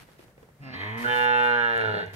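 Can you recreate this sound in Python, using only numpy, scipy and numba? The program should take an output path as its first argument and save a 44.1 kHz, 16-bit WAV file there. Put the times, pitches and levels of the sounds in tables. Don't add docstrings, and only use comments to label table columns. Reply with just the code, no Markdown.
import sys
import numpy as np
from scipy import signal
from scipy.fft import rfft, irfft
from scipy.io import wavfile
from scipy.ndimage import map_coordinates
from numba import njit

SR = 44100
rng = np.random.default_rng(int(sys.argv[2]) if len(sys.argv) > 2 else 0)


def file_out(sig):
    cols = np.atleast_2d(sig).T
    lim = np.clip(cols, -1, 1)
    pcm = np.round(lim * 32767).astype(np.int16)
    wavfile.write(sys.argv[1], SR, pcm)


N = 95079
T = np.arange(N) / SR
FREQ = np.arange(N + 1) * SR / (2 * N)

# [f/Hz, level/dB]
AIR_COLOUR = [(20, -18), (55, -1), (90, -2), (150, 1), (280, -9.5), (480, -7.5), (1000, -18), (1800, -19),
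              (2600, -27.5), (5000, -32), (12000, -33.5), (15500, -35)]
AIR_DB, AIR_WANDER_DB, AIR_WIDE_HZ = -58, -2, 1800

# [start t/s, length/s, level/dB]
SCUFFS = [(-.02, 0.05, -50.5), (0.03, 0.14, -62.5), (0.177, 0.065, -59), (0.969, 0.28, -44.5),
          (1.25, 0.26, -55), (1.429, 0.041, -58), (1.689, 0.18, -69), (2.127, 0.08, -45)]
# [f/Hz, level/dB]
SCUFF_COLOUR = [(300, 8.5), (2000, 6.5), (4500, -1), (7500, -7.5), (11000, -5), (13500, -5.5), (16000, -47)]
SCUFF_ATTACK_S, SCUFF_RELEASE_S, GRIT_DB = 0.0094, 0.0086, 2

# [t/s, level/dB, decay/s, knock f/Hz]
STEPS = [(0.088, -42, 0.0016, 406), (.193, -44, 0.0058, 393), (.242, -50, 0.0033, 380),
         (0.282, -49.5, 0.0041, 384), (.379, -47, 0.004, 500), (0.4291, -42.5, 0.0054, 450),
         (.489, -51, .003, 930)]
# [f/Hz, level/dB]
STEP_COLOUR = [(60, -17), (200, 8.5), (480, 15.5), (900, 2.5), (2300, -1.5), (5000, -18), (15000, -36)]
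STEP_TICK_DB, STEP_CRUMBLE_DB = -1, -2.5

# [t/s, pitch f/Hz, overtone source level/dB, fundamental level/dB]
GRUNT = [(.49, 151, -88, -74), (.53, 148, -82, -66), (.585, 141.8, -73, -65), (.608, 139.9, -52.5, -42.5),
         (.635, 137.9, -40, -50), (.67, 132.8, -35, -43.5), (.71, 128.6, -35.5, -52),
         (.745, 128.2, -33, -46), (.79, 120, -68.5, -73)]
# [f/Hz, level/dB]
GRUNT_COLOUR = [(70, -15.5), (135, 6), (270, -4.5), (400, -23), (650, -14.5), (1000, -19.5), (2000, -18),
                (2700, -22.5), (3200, -38.5), (5000, -29), (7000, -63)]
GRUNT_ROUGH, GRUNT_CREAK, GRUNT_OVERTONES_HZ = .4, .4, 189

# [t/s, f/Hz]
MOO_PITCH = [(.72, 87), (.824, 99.64), (.918, 110.6), (1.0, 118.7), (1.08, 121.7), (1.13, 122.6),
             (1.44, 121.9), (1.54, 120.4), (1.67, 117.8), (1.76, 115.2), (1.84, 110.1), (1.92, 105.4),
             (2.0, 102.4), (2.15, 97.2)]
# [t/s, source level/dB]
MOO_EFFORT = [(.69, -80), (.735, -39), (.785, -36), (.81, -31), (.92, -34), (.98, -34), (1.04, -33),
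              (1.10, -26), (1.22, -25), (1.42, -24.5), (1.53, -24.5), (1.62, -26.5), (1.8, -26),
              (1.88, -27), (1.95, -30), (2.01, -28.5), (2.07, -38.5), (2.11, -46.5), (2.16, -54)]
# [t/s, level/dB]
MOO_FUNDAMENTAL = [(.7, -59), (.77, -47), (.82, -41.5), (.92, -36.5), (.975, -41.5), (1.02, -63),
                   (1.075, -39), (1.13, -48), (1.5, -48), (1.68, -50), (1.74, -49), (1.83, -42.5),
                   (1.895, -33.5), (1.97, -41), (2.02, -57), (2.08, -41), (2.12, -51), (2.16, -40)]
# [t/s, hoarseness 0-1, creak 0-1]
MOO_ROUGH = [(.72, .7, .5), (.88, .3, .2), (1.02, .16, .05), (1.1, .03, .02), (1.3, .02, .01),
             (1.68, .04, .03), (1.8, .15, .1), (1.92, .22, .28), (1.98, .45, .8), (2.15, .6, .9)]
# [t/s, opening: 0 shut, .5 half, 1 wide]
MOUTH = [(1.03, 0.12), (1.075, 0.9), (1.2, 1), (1.5, 0.76), (1.62, 0.82), (1.74, .64), (1.88, 0.59),
         (2.08, 0.36), (2.13, 0.31)]
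# [f/Hz, level/dB]
SHUT_MOUTH = [(100, -36), (190, -18), (222, -6.5), (238, 1.5), (290, -7.5), (450, -40), (600, -15.5),
              (740, -18.5), (940, -9), (1150, -12), (1400, -21), (1650, -26.5), (1780, -11.5), (2080, -6),
              (2300, -16), (2510, -14), (2720, -38.5), (3230, -18), (3500, -39), (3850, -29), (4900, -47),
              (5500, -45.5), (8000, -51.5)]
# [f/Hz, level/dB]
HALF_MOUTH = [(100, -32), (170, 1.5), (230, -15), (340, -13), (410, 1.5), (455, 5), (550, -14.5), (620, -4),
              (720, -16), (860, -6), (1120, -29.5), (1280, -18), (1420, -8), (1540, -3), (1700, -11.5),
              (1950, -20), (2250, -18), (2600, -34), (2850, -13), (3020, -32.5), (3300, -26), (3600, -22.5),
              (4400, -25.5), (5200, -46), (8000, -52.5)]
# [f/Hz, level/dB]
WIDE_MOUTH = [(122, -26), (244, -16.5), (366, -24.5), (488, -2.5), (610, -24), (732, -20.5), (855, 0.5),
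              (977, -11.5), (1100, -27), (1222, -6.5), (1344, -13), (1466, -1.5), (1590, -8.5),
              (1710, -2.5), (1835, -13), (2200, -12.5), (2440, -13), (2570, -36), (2690, -23), (2810, -12),
              (2930, -30), (3180, -16), (3400, -33.5), (3550, -13), (3790, -31.5), (4250, -22), (4700, -76),
              (5300, -38), (6000, -46), (8000, -63.5)]
# [t/s, centre f/Hz, lift/dB]
LOWER = [(1.06, 1470, -1.5), (1.28, 1466, 4.5), (1.52, 1450, 8), (1.63, 1435, 2.5), (1.9, 1410, 13.5),
         (2.03, 1500, 6)]
# [t/s, centre f/Hz, lift/dB]
MIDDLE = [(1.22, 1712, 7), (1.4, 1640, 3.5), (1.62, 1644, 9.5), (1.75, 1690, 10.5), (1.9, 1720, 3),
          (2.01, 1880, 9)]
# [t/s, centre f/Hz, lift/dB]
UPPER = [(1.02, 3110, 6), (1.11, 3090, 17.5), (1.19, 2880, 13), (1.25, 2790, 7), (1.35, 2680, 12.5),
         (1.56, 2820, 9), (2.0, 2910, -3)]
# [t/s, centre f/Hz, lift/dB]
NASAL = [(.7, 4493, 25.5), (.82, 4000, 8.5), (.95, 3300, 1)]
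LOWER_WIDTH_HZ, MIDDLE_WIDTH_HZ, UPPER_WIDTH_HZ, NASAL_WIDTH_HZ = 27, 140, 45, 500
OVERTONES_HZ, NOSE_SMEAR_S = 135, .008

JITTER_CYCLES, JITTER_HZ = .025, 219.9
CREAK_SIZE_DB, CREAK_CYCLES, CREAK_ALTERNATION = 4, .05, .35
PULSE_TOP_HZ, PULSE_SPREAD_S, HISS_DB = 4000, .0055, -3
RASP_DB, RASP_SHARE, RASP_LOW_HZ = 6, 0.79, 1600

# [t/s, level/dB, ring f/Hz, width/Hz, decay/s]
CLICKS = [(1.041, -26.5, 1490, 130, 0.022), (1.776, -47.5, 8700, 9000, 0.0033),
          (1.81, -28.5, 2200, 690, 0.0045), (1.8144, -56, 10000, 9000, 0.0012),
          (2.062, -53.5, 7000, 9000, 0.0014)]

# [delay left/s, delay right/s, level/dB]
WALLS = [(.0328, .0246, -16), (.071, .0665, -18)]
# [t60/s, level/dB]
TAILS = [(.11, -6), (.45, -15)]
YARD_DULL_HZ, YARD_THIN_HZ, YARD_WIDE_HZ, YARD_DRIFT_HZ = 6200, 278, 700, .6
# [f/Hz, left lead/rad]
PORT_PHASE = [(490, 1.16), (850, -1.59), (980, -2.5), (1200, 4.13), (1340, -1.5), (1470, -3), (1590, -2.5),
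              (1710, -2), (2300, -3), (2800, 0.5), (4600, -3), (15000, -15)]
# [f/Hz, left minus right level/dB]
PORT_BALANCE = [(60, 0), (240, 0), (360, 3), (480, -2), (610, -4), (850, -6.5), (980, -7), (1100, 0),
                (1340, -5), (1470, -4), (1600, 0), (1720, -1), (2400, -1), (15000, 0)]
TOP_HZ = 15700


def amp(db):
    return 10 ** (np.asarray(db) / 20)


def curve(rows, axis=1):
    rows = np.array(rows)
    return np.interp(T, rows[:, 0], rows[:, axis])


def unit(x):
    return x / np.sqrt(np.mean(x ** 2))


def walk(hz):
    return unit(map_coordinates(rng.standard_normal(4096), [T * hz], order=3, mode="wrap"))


def at_bins(points):
    hz, value = np.array(points).T
    return np.interp(np.log(FREQ + 1), np.log(np.sort(hz)), value)


def filtered(x, response):
    return irfft(rfft(x, 2 * N) * response)[..., :N]


def body(points):
    cepstrum = irfft(np.log(unit(amp(at_bins(points)))))
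    cepstrum[1:N] *= 2
    cepstrum[N + 1:] = 0
    return np.exp(rfft(cepstrum))


def above(hz):
    return FREQ ** 4 / np.hypot(FREQ ** 4, hz ** 4)


def burst(start, decay):
    return rng.standard_normal(N) * (T >= start) * np.exp(-np.abs(T - start) / decay)


@njit
def resonance(x, hz, width):
    y, band, low = np.empty(len(x)), 0., 0.
    for i in range(len(x)):
        g = np.tan(np.pi * hz[i] / SR)
        k = width[i] / hz[i]
        v = (band + g * (x[i] - low)) / (1 + g * (g + k))
        band = 2 * v - band
        low = low + 2 * g * v
        y[i] = k * v
    return y


def ring(x, hz, width):
    hz, width = hz * np.ones(N), width * np.ones(N)
    return resonance(resonance(x + 1e-18, hz, width), hz, width)


def lift(x, rows, width_hz):
    gain = amp(curve(rows, axis=2))
    return x + (gain - 1) * resonance(x + 1e-18, curve(rows), width_hz * np.ones(N))


def air():
    mid, side = filtered(rng.standard_normal((2, N)), body(AIR_COLOUR))
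    side = filtered(side, np.clip(FREQ / AIR_WIDE_HZ, .2, 1))
    level = amp(AIR_DB + AIR_WANDER_DB * walk(17.04))
    return level * np.array([mid + side, mid - side])


def scuffs():
    level = 0
    for start, length, db in SCUFFS:
        attack = np.clip((T - start) / SCUFF_ATTACK_S, 0, 1)
        release = np.exp(-np.maximum(T - start - length, 0) / SCUFF_RELEASE_S)
        level = level + amp(db) * attack * release
    grit = unit(amp(GRIT_DB * (walk(650) + .5 * walk(24))))
    return filtered(rng.standard_normal((2, N)) * level * grit, body(SCUFF_COLOUR))


def steps():
    knocks, grit = 0, 0
    for start, db, decay, hz in STEPS:
        age = np.maximum(T - start, 0)
        knocks = knocks + amp(db) * np.sin(2 * np.pi * hz * age) * np.exp(-age / decay)
        tick = amp(STEP_TICK_DB) * np.exp(-((T - start) * SR / 2) ** 2)
        crumble = amp(STEP_CRUMBLE_DB) * burst(start, decay)
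        grit = grit + amp(db) * (tick + crumble)
    return knocks + filtered(grit, body(STEP_COLOUR))


def folds(hz, rough, creak):
    phase = np.cumsum(hz) / SR + JITTER_CYCLES * rough * walk(JITTER_HZ)
    cycle = np.round(phase).astype(int)
    late, strong = rng.standard_normal((1024, 2))[cycle].T + CREAK_ALTERNATION * (-1.) ** cycle
    offset = (phase - cycle - CREAK_CYCLES * creak * late) * SR / hz
    pulses = unit(amp(CREAK_SIZE_DB * creak * strong) * np.sinc(offset) * np.exp(-(offset / 10) ** 2))
    top = above(PULSE_TOP_HZ)
    spread = np.exp(-1j * np.pi * PULSE_SPREAD_S * FREQ ** 2 / PULSE_TOP_HZ)
    pulses = filtered(pulses, np.sqrt(1 - top ** 2) * spread)
    pulses = pulses + amp(HISS_DB) * filtered(rng.standard_normal(N), top ** 3)
    rasp = unit(rng.standard_normal(N) * np.exp(-(phase % 1) / RASP_SHARE))
    rasp = rough ** 2 * rasp + (1 - rough ** 2) * filtered(rasp, above(RASP_LOW_HZ))
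    share = rough * amp(RASP_DB)
    return (pulses + share * rasp) / np.hypot(1, share)


def hum(hz):
    return np.sqrt(2) * np.sin(2 * np.pi * np.cumsum(hz) / SR)


def grunt():
    hz = curve(GRUNT)
    sounding = (T > GRUNT[0][0]) * (T < GRUNT[-1][0])
    source = folds(hz, GRUNT_ROUGH, GRUNT_CREAK) * amp(curve(GRUNT, axis=2)) * sounding
    overtones = filtered(source, body(GRUNT_COLOUR) * above(GRUNT_OVERTONES_HZ))
    return overtones + hum(hz) * amp(curve(GRUNT, axis=3)) * sounding


def moo():
    hz = curve(MOO_PITCH)
    source = folds(hz, curve(MOO_ROUGH), curve(MOO_ROUGH, axis=2)) * amp(curve(MOO_EFFORT))
    mouth = np.clip(curve(MOUTH), 0, 1)
    nose = np.exp(1j * np.angle(rfft(burst(0, NOSE_SMEAR_S), 2 * N)))
    shapes = (body(SHUT_MOUTH) * nose, body(HALF_MOUTH), body(WIDE_MOUTH))
    overtones = 0
    for k, shape in enumerate(shapes):
        share = np.maximum(1 - np.abs(2 * mouth - k), 0)
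        overtones = overtones + filtered(source * share, shape * above(OVERTONES_HZ))
    overtones = lift(overtones, LOWER, LOWER_WIDTH_HZ)
    overtones = lift(overtones, MIDDLE, MIDDLE_WIDTH_HZ)
    overtones = lift(overtones, UPPER, UPPER_WIDTH_HZ)
    overtones = lift(overtones, NASAL, NASAL_WIDTH_HZ)
    return (overtones + hum(hz) * amp(curve(MOO_FUNDAMENTAL))) * (T > MOO_EFFORT[0][0])


def clicks():
    total = 0
    for start, db, hz, width, decay in CLICKS:
        makeup = np.sqrt(SR / width)
        total = total + amp(db) * ring(burst(start, decay), hz, width) * makeup
    return total


def scatter(x):
    tail = 0
    for t60, db in TAILS:
        tail = tail + amp(db) * unit(rng.standard_normal((2, N)) * np.exp(-np.log(1000) * T / t60))
    mid, side = rfft(tail / np.sqrt(2 * N), 2 * N) / np.hypot(1, FREQ / YARD_DULL_HZ)
    side = side * np.minimum(FREQ / YARD_WIDE_HZ, 1)
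    return filtered(x, np.array([mid + side, mid - side]))


def yard(x):
    lead = np.exp(.5j * at_bins(PORT_PHASE) * np.minimum(FREQ / PORT_PHASE[0][0], 1))
    direct = filtered(x, np.array([lead, 1 / lead]))
    thinned = filtered(x, FREQ / np.hypot(FREQ, YARD_THIN_HZ))
    echoes = 0
    for left, right, db in WALLS:
        delayed = [np.interp(T - lag, T, thinned, left=0) for lag in (left, right)]
        echoes = echoes + amp(db) * np.array(delayed)
    turn = 2 * np.pi * YARD_DRIFT_HZ * T
    tails = np.cos(turn) * scatter(thinned) + np.sin(turn) * scatter(thinned)
    balance = amp(at_bins(PORT_BALANCE) / 2)
    return filtered(direct + echoes + tails, np.array([balance, 1 / balance]))


def scene():
    in_yard = moo() + grunt() + steps() + clicks()
    return yard(in_yard) + scuffs() + air()


def record(dry):
    return signal.sosfilt(signal.ellip(10, .2, 80, TOP_HZ, fs=SR, output="sos"), dry)


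dry = scene()
out = record(dry)
file_out(out)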